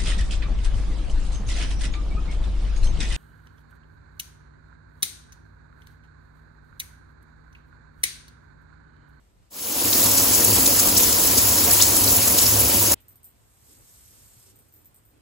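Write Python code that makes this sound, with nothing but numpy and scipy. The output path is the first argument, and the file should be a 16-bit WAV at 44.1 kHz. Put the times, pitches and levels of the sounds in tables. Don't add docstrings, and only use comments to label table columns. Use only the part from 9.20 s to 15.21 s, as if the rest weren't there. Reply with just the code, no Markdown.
import sys
import numpy as np
from scipy import signal
from scipy.fft import rfft, irfft
from scipy.io import wavfile
from scipy.ndimage import uniform_filter1d

SR = 44100
rng = np.random.default_rng(int(sys.argv[2]) if len(sys.argv) > 2 else 0)


def wrap_up_sound(samples):
    columns = np.atleast_2d(samples).T
    tamed = np.clip(columns, -1, 1)
    steps = np.round(tamed * 32767).astype(np.int16)
    wavfile.write(sys.argv[1], SR, steps)


def nominal_scale(level):
    x = np.asarray(level, float) / 20
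    return 10 ** x


N = 265039
TIME, HZ = np.arange(N) / SR, np.fft.rfftfreq(N, 1 / SR)
CUT_S = 3.741
FADE_START_S, FADE_S = 0.3, 0.51


def evened(x):
    return x / np.sqrt(np.mean(x ** 2) + 1e-20)


def read_spectrum(points, hz):
    f, db = np.transpose(points)
    return np.interp(np.log(hz + 1), np.log(f + 1), db)


def envelope(rows, offset_db):
    s, db = np.transpose(rows)
    return nominal_scale(np.interp(TIME, s, db, -150, -150) + offset_db)


def coloured(x, db):
    return evened(irfft(rfft(x) * nominal_scale(db), N))


def add(mix, s, sound):
    part = mix[..., round(s * SR):][..., :sound.shape[-1]]
    part += sound[..., :part.shape[-1]]


def ports(pair, table):
    f, likeness, phase = np.transpose(table)
    likeness = np.clip(np.interp(HZ, f, likeness), 0, 1)
    first, second = rfft(pair)
    shared = likeness * first * np.exp(1j * np.interp(HZ, f, phase))
    right = shared + np.sqrt(1 - likeness ** 2) * second
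    return np.array([pair[0], irfft(right, N)])


def restless(patch_db, flicker_db, swell_db):
    hz, t, z = signal.stft(rng.standard_normal((2, N)), SR, nperseg=256, noverlap=192)

    def field(bands, frames):
        smooth = uniform_filter1d(rng.standard_normal((len(hz), len(t))), size=bands, axis=0)
        return evened(uniform_filter1d(smooth, size=frames, axis=1))

    z *= nominal_scale(patch_db * field(5, 24) + flicker_db * field(40, 6) + swell_db * field(90, 70))
    return signal.istft(z, SR, nperseg=256, noverlap=192)[1][:, :N]


def rooms():
    # f/Hz, level per Hz/dB
    bedroom = [(25, -17), (50, 3), (100, -8.5), (200, -15.5), (400, -19.5), (800, -23), (1600, -28),
               (3200, -33), (6400, -35.5), (10000, -34), (13000, -42), (15500, -50)]
    bathroom = [(25, -27.5), (50, 2.5), (100, -0.5), (200, -11), (400, -14), (800, -16), (1600, -21.5),
                (3200, -26), (6400, -31), (10000, -25.5), (13000, -33.5), (15500, -30)]
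    bedroom_db, bathroom_db = -59.5, -59.5
    air = restless(.6, .3, 0.78)
    leaving = np.clip((.75 - TIME) / .45, 0, 1)
    before = nominal_scale(bedroom_db) * coloured(air, read_spectrum(bedroom, HZ)) * leaving
    hum = 1 + 0.84 / (1 + (2 * (HZ - 104) / 14) ** 2)
    bathroom_air = coloured(air, read_spectrum(bathroom, HZ) + 20 * np.log10(hum))
    return before + nominal_scale(bathroom_db) * bathroom_air * (TIME > CUT_S)


def fade(length, bend):
    return np.clip((TIME - FADE_START_S) / length, 0, 1) ** bend


def droplets(per_s, spread_db):
    out = np.zeros((2, N))
    for hz in np.geomspace(2500, 14500, 16):
        turns = np.arange(round(5 * SR / hz)) * hz / SR
        blip = np.sin(2 * np.pi * turns * (.8 + 0.062 * turns)) * np.hanning(len(turns))
        hits = rng.random((2, N)) < per_s / 16 / SR
        train = hits * nominal_scale(spread_db * np.minimum(rng.exponential(1, (2, N)), 4))
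        out += signal.oaconvolve(train, blip[None] * np.sqrt(hz), axes=1)[:, :N]
    return evened(out)


def lumps(count):
    # t/s, level/dB, f/Hz, length/s
    high_splats = [(0.731, -17.5, 5700, .009), (0.838, -16.5, 9100, .019), (0.862, -17, 9500, .0067),
                   (0.979, -14.5, 7900, 0.02), (0.999, -14, 8300, 0.0028), (1.146, -13.5, 8800, .033),
                   (1.248, -9.5, 9700, .0078), (1.337, -19, 10400, .022), (1.359, -15, 9900, .0065),
                   (1.463, -12, 7200, 0.0091), (1.477, -11.5, 10200, .005), (1.597, -11.5, 8100, .015),
                   (1.779, -10, 8200, 0.011), (1.834, -14, 7400, .012), (1.893, -20.5, 10400, .0078),
                   (1.928, -13, 7200, 0.0058), (2.039, -17, 8200, 0.012), (2.182, -10.5, 7900, 0.017),
                   (2.228, -20.5, 10800, 0.025), (2.512, -12, 9800, .0084), (2.531, -11.5, 11900, .018),
                   (2.624, -12, 8200, 0.022), (2.766, -15, 8600, .027), (2.919, -15.5, 10900, 0.031),
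                   (2.967, -11.5, 9000, 0.0092), (3.08, -12.5, 9300, 0.01), (3.187, -13, 6600, .01),
                   (3.224, -14, 9800, .016), (3.402, -13, 11300, 0.024), (3.72, -10.5, 9700, 0.0074)]
    # t/s, level/dB, f/Hz, length/s
    low_splats = [(0.733, -19, 4530, .008), (1.769, -14.5, 5390, .008), (2.512, -29.5, 1600, .02),
                  (2.512, -21, 4800, .008), (2.605, -19.5, 3200, .008), (2.616, -15, 4800, .01),
                  (2.624, -6, 6590, .003), (2.631, -20.5, 4200, .008), (2.878, -17, 4720, .008),
                  (3.188, -23, 4590, .008), (3.265, -16, 5500, .011)]
    width_hz, low_spread = 3100, .15
    small_db, small_hz, small_s = -19, 10200, .01
    chance = [(FADE_START_S + FADE_S + 2.5 * when, small_db + 5 * (size - .5),
               small_hz * (0.67 + .4 * tone), small_s) for when, size, tone in rng.random((count, 3))]
    high = [(s, db, hz, width_hz / hz, length) for s, db, hz, length in high_splats + chance]
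    low = [(s, db, hz, low_spread, length) for s, db, hz, length in low_splats]
    return high + low


def splat(db, hz, spread, length):
    t = np.arange(-1024, 3072) / SR
    f, frames, z = signal.stft(rng.standard_normal((2, len(t))), SR, nperseg=128)
    centre = hz * np.exp(3.6 * (frames + t[0]))
    z *= np.exp(-(np.log((f[:, None] + 1) / centre) / (1.77 * max(spread, .05))) ** 2)
    puff = evened(signal.istft(z, SR, nperseg=128)[1][:, :len(t)])
    burst = np.exp(-(t / (0.61 * max(length, .003))) ** 2)
    ringing = 0.28 * np.exp(-abs(t) / 0.075) * (t > 0)
    return nominal_scale(db - 2.5) * puff * (burst + ringing)


def shower():
    # f/Hz, level per Hz/dB
    spray_shape = [(25, -22.5), (45, -7.5), (70, 0), (140, -15.5), (200, -6.5), (350, -4.5), (700, -7),
                   (1000, -5.5), (1500, -11.5), (2200, -13.5), (3500, -13), (5000, -8), (8000, -5.5),
                   (15000, -3.5)]
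    # f/Hz, width/Hz, lift/dB
    stall = [(78, 14, 3), (104.7, 8, 18), (194, 11, 7.5), (256.6, 22, 7), (295, 66, 7), (354, 14, 4.5),
             (475, 12, 11), (566, 36, 8), (699, 30, 8.5), (947, 60, 5)]
    # f/Hz, left minus right/dB
    tilt_stall = [(60, -2.5), (250, -.5), (700, 1), (1500, 0.7), (5000, 2.9), (8000, 0.7)]
    # f/Hz, left-right likeness, phase of right/rad
    ports_stall = [(100, .97, 0), (250, .92, 0), (450, .72, -.1), (700, .3, -.6), (1700, .15, 1.8),
                   (2800, .35, -.3), (4800, .38, -.2), (5800, .2, .8), (6900, .82, 0), (9050, .945, 3.14),
                   (15250, .96, 12.6)]
    spray_db, drumming_db, hum_db = -15, -29, -33
    shape_db = read_spectrum(spray_shape, HZ)
    shape_db -= 10 * np.log10(1 + (32 / (HZ + 1)) ** 8)
    low, lowest = 1 / (1 + (HZ / 1400) ** 6), 1 / (1 + (HZ / 145) ** 8)
    lift = 1 + sum((nominal_scale(db) - 1) / (1 + (2 * (HZ - f) / width) ** 2) for f, width, db in stall)

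    patter = restless(1.1, 0.98, .6)
    hum = coloured(patter, shape_db + 10 * np.log10(lowest * lift ** 2 + 1e-12))
    drumming = coloured(patter, shape_db + 10 * np.log10((low - lowest) * lift ** 2 + 1e-12))
    fizz = evened(restless(1.4, 1.0, 0.4)) + 0.34 * droplets(3000, 3.6)
    spray = coloured(fizz, shape_db + 10 * np.log10(1 - low + 1e-9))

    water = (spray * nominal_scale(spray_db) + drumming * nominal_scale(drumming_db)) * fade(FADE_S, 1)
    water += hum * nominal_scale(hum_db) * fade(0.94, 1.27)
    for s, *blow in lumps(count=18):
        add(water, s - 1024 / SR, splat(*blow))
    heard = ports(water * (TIME < CUT_S + .1), ports_stall)
    tilt = nominal_scale(read_spectrum(tilt_stall, HZ) * np.array([[.5], [-.5]]))
    return irfft(rfft(heard) * tilt, N)


def robe(rub):
    # t/s, level/dB, length/s
    rustles = [
        (3.744, -58, .03),
        (4.534, -62, 0.086),
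        (4.93, -67, 0.043),
        (5.332, -61.5, 0.1),
        (5.58, -65, 0.093),
        (6.0, -63, 0.12),
    ]
    puffs = sum(nominal_scale(db - 2.5) * np.exp(-((TIME - s) / length) ** 2) for s, db, length in rustles)
    return coloured(rub, -14 * np.log2((HZ + 1) / 310) ** 2) * puffs * (TIME > CUT_S)


def sleeve(rub):
    # t/s, level/dB
    swish = [
        (3.75, -66),
        (3.775, -63),
        (3.81, -64),
        (3.825, -72),
        (3.835, -85),
    ]
    return coloured(rub, -22 * np.log2((HZ + 1) / 2900) ** 2) * envelope(swish, -4.5)


def hair(rub):
    # f/Hz, level per Hz/dB
    bristles = [(1500, -10), (2500, -9), (4000, -5), (6000, -2), (8000, 2), (10500, 3.5), (13000, -0.4),
                (15500, -7.5)]
    # t/s, level/dB
    stroke = [
        (4.12, -81),
        (4.33, -74.5),
        (4.534, -62.5),
        (4.592, -68),
        (4.734, -63.5),
        (5.308, -65.5),
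        (5.33, -74),
        (5.7, -83),
        (6.0, -88),
    ]
    return coloured(rub, read_spectrum(bristles, HZ) - 30 * (HZ < 900)) * envelope(stroke, 9.9)


def brush():
    rub = restless(1.0, .9, 0.76)
    return hair(rub) + sleeve(rub) + robe(rub)


def links(modes, t):
    ring = np.zeros(len(t))
    for hz, scatter, db, t60 in modes:
        strength, detune = rng.standard_normal(2)
        decay = nominal_scale(db + 2.4 * strength - 60 * t / t60)
        ring += decay * np.sin(2 * np.pi * hz * (1 + scatter * detune) * t)
    return ring


def bracelet():
    # t/s, first knock level/dB, large links relative level/dB, rattle t60/s
    jingles = [(3.8043, -46, -32, 0.15), (3.8826, -39, -20.5, 0.35), (3.957, -42.5, -20, .04),
               (4.0314, -45, -10, .04), (4.0434, -35, -16, 0.18), (4.0854, -56, -11, .3),
               (5.3577, -48, -13, .15), (5.3894, -47, -14, .15), (5.4864, -52, -22, .04),
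               (5.5243, -48, -30, .2), (5.539, -44, -34, .3), (5.5613, -44, -31, .3),
               (5.616, -52, -15, .04), (5.6466, -45, -27, .04), (5.657, -42, -29, .1),
               (5.7443, -47, -16, .04), (5.761, -48, -11, 0.14), (5.8356, -59, -12, .04),
               (5.852, -53, -18, 0.54), (5.9018, -55, -22, .15)]
    # f/Hz, scatter as a share, level/dB, t60/s
    small_links = [(13940, .012, 0, .03), (14250, .015, -2, .02), (13400, .03, -4, .015),
                   (12700, .03, -7, .015), (11800, .04, -10, .015), (14800, .02, -9, .012)]
    large_links = [(9010, .004, -2, .06), (8250, .02, -5, .025), (7800, .03, -9, .02)]
    gap_s, rattle_db = 0.011, -4
    t, direct = np.arange(3500) / SR, np.zeros(N)
    for s, db, large_db, t60 in jingles:
        later = np.cumsum(gap_s * rng.uniform(.6, 1.4, size=4))
        rattle = [(wait, db + rattle_db - 60 * wait / max(t60, .01)) for wait in later]
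        for wait, knock_db in [(0, db)] + rattle:
            ring = links(small_links, t) + nominal_scale(large_db + 10.0) * links(large_links, t)
            ring[:5] += np.array([-0.5, -6, 5.5, 1, -2.5])
            add(direct, s + wait, nominal_scale(knock_db - 6.5) * ring)
    tail = rng.standard_normal((2, 9000)) * nominal_scale(-60 * np.arange(9000) / SR / .13)
    wet = signal.fftconvolve(direct[None], tail / np.linalg.norm(tail[0]), axes=1)[:, :N]
    return 0.85 * direct + nominal_scale(2.5) * wet


def thinned(pair, weak_db):
    window = np.sqrt(signal.windows.hann(2048, sym=False))
    both = np.pad([pair[0] + pair[1], pair[0] - pair[1]], [(0, 0), (440, 0)])
    hz, t, z = signal.stft(both, SR, window, nperseg=2048)
    bins = abs(z[:, :1024]) ** 2
    power = bins.reshape(2, 64, 16, -1).mean(axis=2)
    band_hz = hz[:1024:16, None]
    wavering_db = weak_db + 1.1 * rng.standard_normal(power.shape)
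    kept = (power > power[::-1] * nominal_scale(-2 * wavering_db)) | (band_hz < 6000)
    near = uniform_filter1d(power.mean(axis=0), size=5, axis=0)
    middle = abs(band_hz - 4300) < 2000
    kept &= ~(middle & (power < near * nominal_scale(-2 * 3.7)))
    fine = bins.reshape(2, 256, 4, -1).mean(axis=2)
    faint = fine < .3 * uniform_filter1d(fine, 9, axis=1)
    starved = (abs(hz[:1024:4, None] - 3300) < 900) & faint
    z[:, :1024] *= np.repeat(kept, 16, axis=1) * np.repeat(~starved, 4, axis=1)
    total, difference = signal.istft(z, SR, window, nperseg=2048)[1][:, 440:N + 440]
    return np.array([total + difference, total - difference]) / 2


def scene():
    # f/Hz, left-right likeness, phase of right/rad
    ports_room = [(60, .7, 0), (200, .4, -.3), (700, .4, -2.7), (1700, .12, -1.5), (5500, .2, 3),
                  (6900, .5, 1), (7950, .92, 0), (15200, .94, -9.42)]
    cut = np.exp(-np.maximum(TIME - CUT_S, 0) / .0015)
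    quiet = ports(rooms() + brush() + bracelet(), ports_room) * nominal_scale([[-.4], [.4]])
    return thinned(shower(), 6.) * cut + thinned(quiet, 7.5)


def top_cut(x):
    return signal.sosfilt(signal.butter(12, 16860, fs=SR, output="sos"), x)


def record(dry):
    taps = signal.firwin(601, 15830, window=("kaiser", 9), fs=SR)
    limited = signal.oaconvolve(dry, taps[None], "same")
    return top_cut(np.clip(limited, -1, 1))


dry = scene()
out = record(dry)
wrap_up_sound(out)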